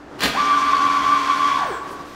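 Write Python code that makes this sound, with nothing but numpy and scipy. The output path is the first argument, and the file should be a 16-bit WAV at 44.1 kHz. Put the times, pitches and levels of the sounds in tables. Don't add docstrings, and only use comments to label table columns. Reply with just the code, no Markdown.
import sys
import numpy as np
from scipy import signal
from scipy.fft import rfft, irfft
from scipy.io import wavfile
from scipy.ndimage import uniform_filter1d

SR = 44100
rng = np.random.default_rng(int(sys.argv[2]) if len(sys.argv) > 2 else 0)


def dump_mix(stems):
    frames = np.atleast_2d(stems).T
    limited = np.clip(frames, -1, 1)
    pcm = np.round(limited * 32767).astype(np.int16)
    wavfile.write(sys.argv[1], SR, pcm)


def gain_from_db(level_db):
    decades = np.asarray(level_db, float) / 20
    return 10 ** decades


N = 94815
T = np.arange(N) / SR


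def evened(x):
    return x / np.sqrt(np.mean(x ** 2) + 1e-20)


def read(points, hz):
    f, value = np.transpose(points)
    return np.interp(np.log(hz + 1), np.log(f + 1), value)


def colour(x, points):
    gain = gain_from_db(read(points, np.fft.rfftfreq(N, 1 / SR)))
    return evened(irfft(rfft(x) * gain, N))


def drift(per_s):
    rates = per_s * np.geomspace(.1, 1, 24)
    return evened(sum(np.sin(2 * np.pi * (f * T + rng.random())) / np.sqrt(f) for f in rates))


def resonate(x, hz, width):
    turn = np.exp(2j * np.pi * hz * np.arange(len(x)) / SR)
    r = np.exp(-np.pi * width / SR)
    return 2 * (turn * signal.lfilter([1 - r], [1, -r], x / turn)).real


def fuzz(hz, width):
    once = resonate(rng.standard_normal(N), hz, width)
    return evened(resonate(once, hz, width))


def air():
    # hz [Hz], level_db [dB]
    wash_spectrum = [(20, -17.5), (107, -10.5), (350, -5.5), (750, -9.5), (1600, -13.5), (2200, -23),
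                     (6000, -34), (16000, -56.5)]
    # hz [Hz], width_hz [Hz], level_db [dB]
    duct_modes = [(63, 10.2, -56), (357, 61, -53)]
    wash = gain_from_db(-39 + 1.6 * drift(5.84)) * colour(rng.standard_normal(N), wash_spectrum)
    tone_hz, tone_db = 293.4, -46
    tone = np.sqrt(2) * gain_from_db(tone_db + 0.7 * drift(8.1)) * np.sin(2 * np.pi * tone_hz * T)
    return wash + tone + sum(gain_from_db(db) * fuzz(hz, width) for hz, width, db in duct_modes)


def early(x):
    taps = 0.055 * rng.standard_normal(700) * np.exp(-np.arange(700) / 240.0)
    taps[0] = 1
    return signal.fftconvolve(x, taps / np.linalg.norm(taps))[:N]


def tear():
    # start_s [s], effort_db [dB]
    pull_effort = [
        (.18, -38),
        (0.194, -17.5),
        (.204, -17.5),
        (0.208, -8.5),
        (0.224, -5.5),
        (0.234, 3),
        (0.253, -3),
        (.28, -5.5),
        (.33, -27),
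    ]
    # hz [Hz], level_db [dB]
    fibre_spectrum = [(60, -25), (150, -7), (300, 0), (550, -5), (1500, -3), (4470, -7.5), (5200, -14),
                      (16000, -26.5)]
    # start_s [s], peak_db [dB]
    large_snaps = [
        (.207, -17.5),
        (.221, -23.5),
        (.237, -17),
        (.258, -17),
    ]
    snaps_per_s, spread_db, hiss = 7000, 2.8, 0.57
    happens = rng.random(N) < snaps_per_s / SR
    strength = gain_from_db(spread_db * np.minimum(rng.exponential(1, N), 4))
    clicks = happens * strength * rng.choice([-1., 1.], N)
    s, db = np.transpose(pull_effort)
    effort = gain_from_db(np.interp(T, s, db, -120, -120))
    drive = (evened(clicks) + hiss * rng.standard_normal(N)) * effort
    t = np.arange(200) / SR
    for at, peak_db in large_snaps:
        snap = gain_from_db(peak_db + 29 - 60 * t / 0.002) * rng.standard_normal(200)
        drive[round(at * SR):][:200] += snap
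    return gain_from_db(-17 - 17) * early(colour(drive, fibre_spectrum))


def knock():
    # hz [Hz], level_db [dB], t60_s [s]
    cover_modes = [(63, -11, 0.28), (162, -7.5, 0.25), (217, 1.5, 0.14), (271, -1, 0.23), (395, 0.5, 0.13),
                   (560.6, -5.5, 0.23), (743, 0, .1), (1260, 0, 0.1), (1684, -2, 0.18)]
    start_s, rise_s, knock_db = .235, 0.017, -19
    after = np.maximum(T - start_s, 0)
    ringing = 0
    for f, db, t60 in cover_modes:
        fade = gain_from_db(db - 60 * after / t60 + 2.3 * drift(58.0))
        ringing = ringing + fade * np.sin(2 * np.pi * (f * after + rng.random()))
    ringing = ringing / gain_from_db(max(mode[1] for mode in cover_modes))
    return gain_from_db(knock_db) * np.minimum(after / rise_s, 1) * ringing


def rustles():
    # start_s [s], length_s [s], hz [Hz], width_hz [Hz], level_db [dB]
    swells = [
        (0.61, 0.11, 15100, 500, -63),
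        (1.03, .1, 15200, 616, -60),
        (1.644, 0.22, 15400, 500, -59),
        (1.66, 0.13, 8500, 890, -51.5),
        (1.693, 0.21, 7700, 900, -52.5),
        (1.9, 0.085, 9100, 9000, -52),
        (2.043, .12, 5000, 9000, -57),
        (0.213, .012, 15000, 2520, -46),
    ]
    # hz [Hz], density_db [dB per Hz]
    sheet_spectrum = [(1500, 4), (3000, 3.5), (6000, -1), (10000, -11.5), (16000, -16)]
    paper = colour(rng.standard_normal(N), [(300, -58)] + sheet_spectrum)
    out = gain_from_db(-49 + 1.38 * drift(25.3)) * (T > 0.24) * paper
    for s, length, hz, width, db in swells:
        swell = np.sin(np.pi * np.clip((T - s) / length, 0, 1) ** .5) ** 2
        out += gain_from_db(db) * fuzz(hz, width) * swell
    return out


def motor():
    # start_s [s], tooth_rate_hz [Hz], load_db [dB]
    mesh_course = [(.335, 550, -25), (.352, 790.4, -7), (.372, 1052, -4), (.39, 1191, -1.5),
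                   (0.522, 1153, 1.5), (0.619, 1163, -3), (.72, 1148, 1.5), (0.999, 1132, -2),
                   (1.029, 1137, -8.5), (1.14, 1152, 2.5), (1.238, 1131, -12.5), (1.309, 1129, 3.5),
                   (1.379, 1138, -10.5), (1.47, 1146, 4.5), (1.556, 1118, -2.5), (1.62, 798, -14.5),
                   (1.715, 384.7, -11), (1.779, 300.3, -29)]
    # multiple [of tooth rate], level_db [dB], waver_db [dB], pitch_wobble [0-1]
    mesh_tones = [(1, -21, 2, 0.01), (.945, -39, 8.5, 0), (1.075, -42, 4, 0), (1.26, -42.5, 5, 0.04),
                  (1.99, -44.5, 0, .035), (2.98, -46, 3.5, 0.02), (3.97, -53.5, -2.5, 0.02)]
    # multiple [of shaft rate], level_db [dB], waver_db [dB]
    shaft_orders = [(3.986, -40.5, 1.3), (5.982, -47.5, 1.5), (8.98, -47, 2.0), (12.01, -44.5, 1.6),
                    (13.83, -49, 6), (14.886, -28.5, 1.1), (20.1, -45, 4), (28.34, -53, 6)]
    # hz [Hz], level_db [dB]
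    brush_spectrum = [(59, -60), (110, -24), (283, -17.5), (490, -29), (800, -14), (1310, -16), (3470, -20),
                      (16000, -50.5)]
    # hz [Hz], width_hz [Hz], level_db [dB]
    housing_modes = [(1468, 380, -36), (2269, 240, -39.5), (3285, 380, -42.5), (4435, 370, -48),
                     (5640, 1800, -45.5)]
    shaft_hz, run_hz = 70.9, 1144.5
    s, hz, load_db = np.transpose(mesh_course)
    on = (T > s[0]) * (T < s[-1])
    rate, load = np.interp(T, s, hz), gain_from_db(np.interp(T, s, load_db))
    speed = np.minimum(uniform_filter1d(rate, 2000) / run_hz, 1) * on

    slack_wobble, slack_db = 0.0753, -27.5
    slack = np.clip(.96 - rate / run_hz, 0, 1) * on
    judder = gain_from_db(slack_db + 2.1 * drift(60.)) * np.sqrt(slack) * speed
    out = judder * (fuzz(1560, 390) + fuzz(857, 340))

    for k, db, waver_db, wobble in mesh_tones:
        wander = (wobble + slack_wobble * slack) * drift(40)
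        turns = np.cumsum(rate * (1 + wander)) / SR
        push = load if k == 1 else np.sqrt(load) * speed
        level = np.sqrt(2) * gain_from_db(db + waver_db * drift(50)) * push * on
        out += level * np.sin(2 * np.pi * k * turns)

    shaft = np.cumsum(shaft_hz * np.minimum(speed * 1.03, 1)) / SR
    for k, db, waver_db in shaft_orders:
        level = np.sqrt(2) * gain_from_db(db + waver_db * drift(35.17)) * speed ** 2
        out += level * np.sin(2 * np.pi * (k * shaft + rng.random()))

    contact = 1 + 0.14 * (np.cos(2 * np.pi * shaft) + np.cos(4 * np.pi * shaft))
    brushes = rng.standard_normal(N) * contact * gain_from_db(0.53 * drift(60.))
    whirr = gain_from_db(-31.5) * colour(brushes, brush_spectrum)
    rattle = sum(gain_from_db(db + 2.6 * drift(50.)) * fuzz(f, w) for f, w, db in housing_modes)
    return out + speed ** 1.54 * (whirr + rattle)


def thud():
    start_s, length_s, hz, level_db = 1, 0.077, 70, -44
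    bump = np.sin(np.pi * np.clip((T - start_s) / length_s, 0, 1))
    return gain_from_db(level_db) * bump * np.sin(2 * np.pi * hz * T)


def room(x):
    # hz [Hz], t60_s [s]
    tile_decay = [(150, 0.99), (500, 1), (1200, 1.56), (3000, 0.94), (8000, .6), (15000, 0.3)]
    taps, at = np.zeros(SR * 2), np.arange(300, SR * 2 - 20, 20)
    taps[at + rng.integers(0, 20, at.shape)] = rng.choice([-1., 1.], at.shape)
    hz, t, z = signal.stft(taps, SR, nperseg=256)
    fade = gain_from_db(-60 * t / read(tile_decay, hz)[:, None])
    tail = signal.istft(z * fade, SR, nperseg=256)[1]
    return signal.fftconvolve(x, tail / np.linalg.norm(tail))[:N]


def scene():
    whine = motor()
    rip = tear() + knock()
    ring_hz, ring_t60_s, ring_db = 1146, 2, 1
    whine = whine + gain_from_db(ring_db) * resonate(whine, ring_hz, 1.7 / ring_t60_s)
    reverb = room(gain_from_db(-8) * whine + gain_from_db(-5.5) * rip)
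    return (whine + rip + rustles() + thud() + reverb + air())[None]


def band_limit(x):
    return signal.sosfilt(signal.butter(12, 16490, fs=SR, output="sos"), x)


def record(dry):
    edge = signal.firwin(1023, 15740, window=("kaiser", 9), fs=SR)
    mix = signal.oaconvolve(dry, edge[None], "same")
    return band_limit(mix)


dry = scene()
out = record(dry)
dump_mix(out)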